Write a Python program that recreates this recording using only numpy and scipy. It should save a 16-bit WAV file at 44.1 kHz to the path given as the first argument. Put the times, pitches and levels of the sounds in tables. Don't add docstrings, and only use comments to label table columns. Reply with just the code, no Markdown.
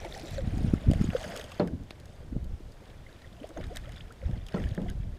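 import sys
import numpy as np
from scipy import signal
from scipy.fft import rfft, irfft, next_fast_len
from scipy.io import wavfile
from scipy.ndimage import uniform_filter1d, map_coordinates

SR = 44100
rng = np.random.default_rng(int(sys.argv[2]) if len(sys.argv) > 2 else 0)


def output_pcm(signal):
    pcm = np.clip(np.atleast_2d(signal).T, -1, 1) * 32767
    wavfile.write(sys.argv[1], SR, np.round(pcm).astype(np.int16))


N = 228785


def amp(db):
    return 10 ** (np.asarray(db) / 20)


def unit(x):
    return x / np.sqrt(np.mean(x ** 2) + 1e-20)


def along(points, hz):
    point_hz, value = np.transpose(points)
    return np.interp(np.log(hz + 1), np.log(point_hz + 1), value)


def wobble(rate_hz):
    knots = rng.standard_normal(int(N * rate_hz / SR) + 4)
    return map_coordinates(knots, [np.arange(N) * rate_hz / SR])


def filtered(x, response):
    m = next_fast_len(len(x) + SR // 2)
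    return irfft(rfft(x, m) * response(np.fft.rfftfreq(m, 1 / SR)), m)[:len(x)]


def band(hz, low_hz, high_hz, steep):
    foot = 1j * hz / low_hz / (1 + 1j * hz / low_hz)
    return foot / (1 + 1j * hz / high_hz) ** steep


def add(out, start_s, sound):
    place = out[max(round(start_s * SR), 0):][:len(sound)]
    place += sound[:len(place)]


def swells(rows, rise_db_per_s, fall_db_per_s, rest_db, rest_above_db):
    t = np.arange(N) / SR

    def layers(above_db):
        return amp(2 * np.array([0, *above_db]))[:, None]

    power = amp(2 * rest_db) * layers(rest_above_db) * np.ones(N)
    for start_s, hold_s, db, *above_db in rows:
        rise = rise_db_per_s * np.maximum(start_s - t, 0)
        fall = fall_db_per_s * np.maximum(t - start_s - hold_s, 0)
        power = power + amp(2 * (db - rise - fall)) * layers(above_db)
    return np.sqrt(power)


def patches(depth_db):
    z = signal.stft(rng.standard_normal(N), nperseg=128)[2]
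    field = uniform_filter1d(rng.standard_normal(z.shape), size=5, axis=0)
    field = uniform_filter1d(field, size=5, axis=1)
    return signal.istft(z * amp(depth_db * unit(field)), nperseg=128)[1][:N]


def grains(count, mid_hz, octaves, cycles, spread_db):
    draw = rng.standard_normal((count, 2))
    size = np.minimum(rng.exponential(1, (count, 1)), 3.5)
    start = rng.integers(0, N, (count, 1))
    hz = np.clip(mid_hz * 2 ** (octaves * draw[:, :1]), mid_hz / 2.6, SR / 3)
    span = np.arange(700)
    turn = hz * span / SR
    life = cycles * 2 ** (.5 * draw[:, 1:])
    tone = np.sin(2 * np.pi * turn * (1 + 0.0096 * turn / life))
    wave = tone * np.exp(-turn / life) * amp(spread_db * size)
    return unit(np.bincount((start + span).ravel(), wave.ravel(), minlength=N)[:N])


def churn():
    # start in seconds, hold in seconds, spray level in dB,
    # gurgle above it in dB, fine spatter above it in dB; the mix below trims each layer.
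    thrashes = [(0, 0.07, -50, 6, -10.5), (.14, 0.23, -50.5, 2, -6), (.46, 0.59, -50.5, 0, -11.5),
                (1.03, 0.032, -49, -8, -8), (1.14, 0.26, -45.5, 1.5, -9), (1.5, 0.073, -52, -1, -10.5),
                (1.92, 0.3, -62, 2, -10), (2.84, 0.065, -59, 3.5, -15), (3.1, 0.16, -62, -12, -12),
                (3.43, 0.024, -59.5, 9, -10), (3.59, 0.071, -54.5, 0, -18), (3.76, 0.026, -57, -10, -5.5),
                (3.88, 0.13, -57.5, -10, -13.5), (4.26, 0.11, -59.5, 4, -10.5), (4.47, .02, -60, -10, -12),
                (4.555, 0.12, -52, -0.5, -14.5), (4.765, 0.13, -59, 2.5, -11.5)]
    # gurgle and spatter above the lapping, in dB.
    lapping_above_db = [4, -11]
    # frequency in Hz, relative density in dB per Hz.
    spray_colour = [(400, -16), (900, -2), (1300, -3.5), (2500, -6.5), (5300, -31), (9000, -21),
                    (15500, -31)]
    # time in seconds, level in the spray in dB.
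    plink_levels = [(2.9, -14.5), (3.1, -6.5)]
    spray, depth, mist = swells(thrashes, rise_db_per_s=159, fall_db_per_s=133,
                                rest_db=-65, rest_above_db=lapping_above_db)

    def colour(hz):
        return amp(along(spray_colour, hz))

    hiss = unit(filtered(patches(depth_db=1.5) * amp(0.46 * wobble(70)), colour))
    fizz = grains(count=6000, mid_hz=3622, octaves=0.605, cycles=4.0, spread_db=3.5)
    fizz = unit(filtered(fizz, colour))
    plinks = grains(count=1800, mid_hz=2900, octaves=0.554, cycles=5.7, spread_db=3.2)
    plinks = unit(plinks * amp(4.6 * wobble(22.05)))
    spatter = grains(count=14000, mid_hz=6320, octaves=.6, cycles=7.0, spread_db=4.0)
    spatter = unit(spatter * amp(1.95 * wobble(9.1)))
    crackle = grains(count=1500, mid_hz=4700, octaves=0.63, cycles=0.76, spread_db=4.5)
    crackle = unit(crackle * amp(6.1 * wobble(14)))
    gurgle = grains(count=1800, mid_hz=627.5, octaves=0.329, cycles=4.0, spread_db=2.0)
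    gurgle = unit(filtered(gurgle, lambda f: band(f, 215, 1100, 2.55)))

    plink_db = np.interp(np.arange(N) / SR, *np.transpose(plink_levels))
    coarse = amp(-7) * hiss + amp(-10.0) * fizz + amp(plink_db) * plinks
    fine = spatter + amp(-6.5) * crackle
    return spray * coarse + mist * fine + amp(-3.0) * depth * gurgle


def droplets():
    # start in seconds, level in dB before drop_db,
    # pitch in Hz, sizzle above the body in dB before sizzle_trim_db.
    drops = [(0.0476, -33, 2240, -38), (0.1086, -43, 2100, -32), (0.175, -40, 1910, -10),
             (0.196, -36.5, 2530, -9), (0.271, -38.5, 3920, -24), (0.3092, -38.5, 3900, -16),
             (0.369, -43, 4000, -30), (0.381, -33, 1510, -18), (0.407, -36.5, 2110, -35),
             (0.58, -50.5, 2040, 1), (0.7405, -36, 1390, -12.5), (0.9124, -32, 3030, -8),
             (0.934, -34, 1840, -7.5), (1.0127, -35.5, 1350, -19), (1.0196, -46, 3300, -1),
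             (1.062, -42, 3560, -13), (1.102, -33, 2040, -30), (1.132, -35, 1620, -32),
             (1.166, -33, 2800, -34), (1.24, -29.5, 1810, -30), (1.3125, -41, 2040, -35),
             (1.356, -35, 1470, -27), (1.363, -32.5, 2830, -3), (1.3737, -33.5, 2800, -4),
             (1.3957, -34, 1870, -11), (1.4106, -33.5, 3130, -17), (1.4406, -38, 3280, -9),
             (1.518, -34.5, 2770, -16), (1.674, -38, 2020, -11), (1.835, -62, 1460, 5),
             (1.906, -33.5, 4005, -49), (1.999, -47.5, 4400, -7), (2.0558, -50, 1420, -3.5),
             (2.443, -56, 1570, 1), (2.7196, -49, 4840, -10), (3.162, -50, 2600, -28),
             (3.2185, -44, 4000, -35), (3.3267, -46.5, 3480, -25), (3.472, -57.5, 2200, 3.5),
             (3.49, -53, 1380, 1.5), (3.572, -34, 1300, -38), (3.6105, -37, 2100, -34),
             (3.6382, -37.5, 2010, -30), (3.6671, -50, 4500, -5), (3.7525, -33.5, 2050, -24),
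             (3.759, -35, 1820, -5.5), (3.77, -30, 1840, -5.5), (3.783, -41, 1650, -28),
             (3.8918, -40, 1840, -12.5), (3.92, -43, 3200, -9), (3.962, -39, 3530, -37),
             (4.123, -49, 1800, -3), (4.3112, -41.5, 1980, -47), (4.465, -41, 3560, -9),
             (4.485, -36.5, 2800, -15), (4.5985, -35, 1730, -43), (4.621, -52, 3520, -22),
             (4.6382, -34.5, 1960, -41), (4.688, -41.5, 4000, -20), (4.748, -38.5, 1970, -10),
             (4.817, -48, 3000, -10), (4.8842, -36.5, 1980, -32), (4.899, -40, 1730, -5)]
    drop_db, sizzle_trim_db = -4, 11
    out, t = np.zeros(N), np.arange(SR // 25) / SR
    puff_t60_s = np.array([[.022], [.011]])
    for start_s, db, hz, sizzle_db in drops:
        puff = rng.standard_normal((2, len(t))) * amp(-60 * t / puff_t60_s) * (1 - np.exp(-t / 0.0005))
        plink = filtered(puff[0], lambda f: 1j * f * hz / 5 / (hz * hz - f * f + 1j * f * hz / 5))
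        delay, rise, size = rng.random((3, 5, 1))
        age_s = np.maximum(t - .012 * delay ** 2, 0)
        cycles = age_s * np.minimum(hz * 2 ** (2.22 * rise - .4), SR / 3)
        spatter_gain = amp(-9 * rise - 4.7 * size - 60 * cycles / 45)
        spatter = np.sum(spatter_gain * np.sin(2 * np.pi * cycles), axis=0)
        body = plink / np.abs(plink).max() + amp(-4.0) * spatter
        body = body / np.abs(body).max()
        sizzle = filtered(puff[1], lambda f: band(f, 5700, 11900, 2.5) ** 2)
        sizzle = sizzle / np.abs(sizzle).max()
        add(out, start_s, amp(db + drop_db) * (body + amp(sizzle_db + sizzle_trim_db) * sizzle))
    return out


def ticks():
    # start in seconds, level in dB, pitch in Hz.
    tick_rows = [(0.017, -41, 3500), (0.1246, -28.5, 3600), (.142, -33, 4400), (0.151, -34, 5200),
                 (.177, -35, 5300), (.213, -37, 4900), (0.282, -43, 7040), (.382, -34.5, 3960),
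                 (.389, -42, 7300), (1.103, -26, 2670), (1.232, -31, 3250), (1.321, -24.5, 1900),
                 (1.9077, -26, 2410), (3.128, -44, 3930), (3.274, -46, 3200), (3.433, -34.5, 2600),
                 (3.443, -43, 3200), (3.506, -33.5, 1330), (3.7692, -25.5, 3700), (4.217, -35.5, 2150),
                 (4.388, -41, 2450), (4.543, -34.5, 3260), (4.571, -33, 2500), (4.64, -30.5, 2750),
                 (4.712, -43, 3100), (4.768, -42, 3200), (4.778, -23, 1660), (4.892, -35, 2930)]
    life_s = 0.00066
    out, t = np.zeros(N), np.arange(SR // 100) / SR
    for start_s, db, hz in tick_rows:
        turn = hz * t
        envelope = 1.6 * (1 - np.exp(-turn)) ** 2 * np.exp(-t / life_s)
        tone = np.sin(2 * np.pi * turn + rng.uniform(0, 2 * np.pi))
        add(out, start_s, amp(db) * envelope * tone)
    return out


def bubbles():
    # start in seconds, level in dB, start pitch in Hz, end pitch in Hz, length scale in seconds.
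    bubble_rows = [(0.049, -34, 710, 627, 0.0073), (0.052, -39, 362.7, 349, 0.021),
                   (0.147, -38, 2000, 1880, 0.0042), (0.159, -41, 825, 747, 0.025),
                   (0.231, -39, 297, 355, 0.027), (0.38, -30, 563, 512, 0.026),
                   (0.585, -42, 745, 720, 0.0078), (0.84, -40.5, 590, 630, 0.015),
                   (0.914, -27, 620, 576, 0.0057), (0.934, -28.5, 600, 610, 0.0065),
                   (1.04, -41, 6800, 7100, 0.0082), (1.131, -33.5, 620, 720, 0.0078),
                   (1.149, -18.5, 508, 485, .013), (1.164, -33, 1360, 1410, 0.0024),
                   (1.238, -38, 600, 605, 0.018), (1.29, -41.5, 696, 660, 0.028),
                   (1.397, -46, 650, 630, 0.012), (1.519, -45, 1120, 1180, 0.0089),
                   (1.909, -28.5, 520, 520, 0.00087), (3.064, -47, 2030, 2100, 0.0087),
                   (3.09, -56.5, 1600, 1700, .012), (3.244, -48.5, 1940, 1880, 0.0077),
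                   (3.4, -52, 3040, 3220, 0.0061), (3.412, -39.5, 240, 324, 0.021),
                   (3.441, -31, 503, 700, 0.0082), (3.496, -45, 300, 324, 0.026),
                   (3.511, -48, 442, 620, 0.016), (3.563, -35, 524, 846, 0.025),
                   (3.575, -47, 6360, 6460, 0.0041), (3.601, -39.5, 590, 580, 0.012),
                   (3.63, -50, 1770, 1860, 0.0074), (3.655, -57, 1700, 2000, 0.0078),
                   (3.696, -44, 716, 704, 0.032), (3.706, -41.5, 360, 738, 0.041),
                   (3.758, -43.5, 537, 790, 0.014), (3.869, -45.5, 487, 760, 0.035),
                   (4.006, -41.5, 2000, 4100, 0.0063), (4.105, -46.5, 1150, 1700, 0.013),
                   (4.226, -40, 536, 508, 0.018), (4.563, -42, 1350, 1330, 0.016),
                   (4.58, -44, 1840, 2090, 0.01), (4.666, -47, 1600, 2000, 0.014),
                   (4.859, -41.5, 686, 755, 0.018)]
    waver = 0.021
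    out, t = np.zeros(N), np.arange(SR // 8) / SR
    for start_s, db, start_hz, end_hz, length_s in bubble_rows:
        u = t / length_s
        swell = 2.6 * u ** .6 * np.exp(-2.5 * u ** 1.7)
        hz = start_hz + (end_hz - start_hz) * np.minimum(u, 1.5)
        hz = hz * (1 + waver * np.interp(u, np.arange(40) / 4, rng.standard_normal(40)))
        add(out, start_s, amp(db) * swell * np.sin(2 * np.pi * np.cumsum(hz) / SR))
    return out


def mirrored(x):
    # time in seconds, delay in ms, share of the direct sound (ratio).
    reflection = [(0.43, 0.52, 0.24), (0.5, 0.59, 0.15), (0.98, 0.59, 0.24), (1.05, 0.614, 0.32),
                  (3.4, 0.6, 0.33)]
    at_s, delay_ms, share = np.transpose(reflection)
    t = np.arange(N) / SR
    late = map_coordinates(x, [(t - np.interp(t, at_s, delay_ms) / 1000) * SR], order=5)
    return x + np.interp(t, at_s, share) * late


def hull():
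    # start in seconds, strength in dB, hardness 0-1.
    knocks = [(1.259, -31.5, 0.12), (1.597, -19.5, 0.96), (1.622, -25, 0.07), (3.573, -38.5, 0.54),
              (4.542, -27, 0.76), (4.57, -30, 0.3), (4.7764, -24.5, 0.36)]
    # frequency in Hz, mean level in dB, t60 in seconds.
    modes = [(175.5, 1, 0.29), (199.2, 0, 0.34), (266, -6.5, 0.076), (331, 10, 0.046), (368, -8, 0.29),
             (425, 2.5, 0.11), (483.5, -1, 0.17), (587, 5.5, 0.061), (1320, -12.5, 0.13)]
    # frequency in Hz, relative density in dB per Hz.
    clang_colour = [(70, -49), (130, -0.5), (193, 11), (505, -2.5), (1000, -4.5), (3000, -16.5),
                    (9000, -40)]
    # frequency in Hz, t60 in seconds.
    clang_decay = [(150, 0.65), (700, 0.24), (1840, 0.11), (4850, 0.17)]
    out, t = np.zeros(N), np.arange(SR // 2) / SR
    for start_s, db, hard in knocks:
        ring = np.zeros(len(t))
        for mode_hz, level_db, t60_s in modes:
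            gain = amp(level_db + rng.normal(0, 3.5) - 60 * t / t60_s)
            ring += gain * np.sin(2 * np.pi * mode_hz * t + rng.normal(0, 0.9))
        ring *= 1 - np.exp(-t / 0.0044)
        hz, when_s, z = signal.stft(rng.standard_normal(len(t)), SR, nperseg=256)
        decay_db = 60 * when_s / along(clang_decay, hz)[:, None]
        z = z * amp(along(clang_colour, hz)[:, None] - decay_db)
        clang = signal.istft(z, SR, nperseg=256)[1][:len(t)]
        clang = clang / np.std(clang[:1000])
        thud = np.sin(2 * np.pi * 380 * t) * amp(-60 * t / 0.025)
        crack = np.sin(2 * np.pi * 4300 * t) * amp(-60 * t / 0.019)
        blow = amp(-2.5) * thud + amp(-9.5) * crack + amp(-4.5) * ring + amp(-8.0) * clang
        top_hz = 150 * 45 ** hard
        add(out, start_s, amp(db) * filtered(blow, lambda f: 1 / (1 + 1j * f / top_hz) ** 2))
    return out


def wind():
    # start in seconds, hold in seconds, buffet level in dB,
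    # flutter above it in dB before a trim of -5 dB.
    gusts = [(0, 0.24, -46, -1), (.32, 0.058, -33.5, -6.5), (.42, 0.34, -31.5, -0.5),
             (.872, 0.071, -29, 0.5), (.95, 0.18, -31, 0.5), (1.15, 0.079, -43.5, -24),
             (1.72, 0.11, -42.5, 5.5), (1.92, 0.17, -51, -9), (2.2, 0.16, -43, -17),
             (2.33, 0.067, -35.5, 1.5), (2.42, 0.11, -36, -13), (2.66, 0.061, -42.5, -9.5),
             (2.96, 0.082, -46, -28), (3.3, 0.12, -55, 5), (3.59, 0.084, -37, -27),
             (3.73, 0.22, -41.5, -30), (4.02, 0.019, -42, -25), (4.24, 0.14, -36, -8),
             (4.42, 0.04, -41.5, -19), (4.59, 0.14, -35.5, -12), (4.82, 0.31, -36, -23)]
    # flutter above the breeze, in dB before the same trim.
    breeze_above_db = [-2]
    # centre in seconds, peak in dB, frequency in Hz.
    eddies = [(0.477, -23, 182), (0.536, -27, 93), (0.575, -20, 176), (0.648, -13.5, 143),
              (0.738, -8.5, 198), (0.888, -8, 84), (0.901, -10.5, 187), (0.918, -14.5, 166),
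              (0.96, -23, 153), (1.014, -12, 174), (1.044, -18, 230), (1.091, -16, 156),
              (2.366, -21.5, 188), (2.361, -35.5, 427), (2.366, -44, 650), (2.607, -39, 322),
              (2.54, -33.5, 73.5), (4.263, -21, 61), (4.297, -22, 130), (4.335, -21, 72),
              (4.621, -25.5, 75), (4.66, -21, 70), (4.721, -22, 97), (5.003, -27, 122)]
    buffet, flutter = swells(gusts, rise_db_per_s=408, fall_db_per_s=348,
                             rest_db=-51.5, rest_above_db=breeze_above_db)
    lumps = wobble(45)
    slow = rng.standard_normal(N) * amp(0.48 * lumps)
    slow = filtered(slow, lambda f: band(f, 20, 103.3, 3.04))
    quick = rng.standard_normal(N) * amp(13.7 * np.tanh(0.41 * lumps + 0.5 * wobble(90)))
    quick = filtered(quick, lambda f: band(f, 177, 322, 6.06))
    out = buffet * unit(slow) + amp(-5.0) * flutter * unit(quick)
    t = np.arange(-1323, 1323) / SR
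    for centre_s, db, hz in eddies:
        cycles = 0.5 - 0.02 * db
        envelope = np.exp(-2.2 * np.abs(t * hz / cycles) ** 1.5)
        add(out, centre_s + t[0], -amp(db) * np.cos(2 * np.pi * hz * t) * envelope)
    return out


def air():
    # frequency in Hz, relative density in dB per Hz.
    wash_colour = [(88, 0), (150, -7.5), (314, -3.5), (643, -12), (1000, -13.5), (1730, -18.5), (6860, -26),
                   (12800, -31), (15500, -32)]
    wash = filtered(rng.standard_normal(N), lambda f: amp(along(wash_colour, f)))
    level_db = -58 + 0.67 * wobble(2.98)
    return amp(level_db) * unit(wash)


def scene():
    splash = mirrored(churn() + droplets() + ticks() + bubbles())
    return (splash + hull() + wind() + air())[None]


def record(dry):
    # centre in Hz, width in Hz, gain in dB; the last softens the top edge.
    housing_bands = [(696, 330, 3.5), (2020, 220, 0), (3720, 1450, 2), (15800, 600, -12)]
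    top_hz = 15730

    def response(hz):
        gain_db = sum(db / (1 + (2 * (hz - centre_hz) / width_hz) ** 2)
                      for centre_hz, width_hz, db in housing_bands)
        return amp(gain_db) * band(hz, 10.4, 11000, 1) * (hz < top_hz)

    return filtered(dry[0], response)[None]


dry = scene()
out = record(dry)
output_pcm(out)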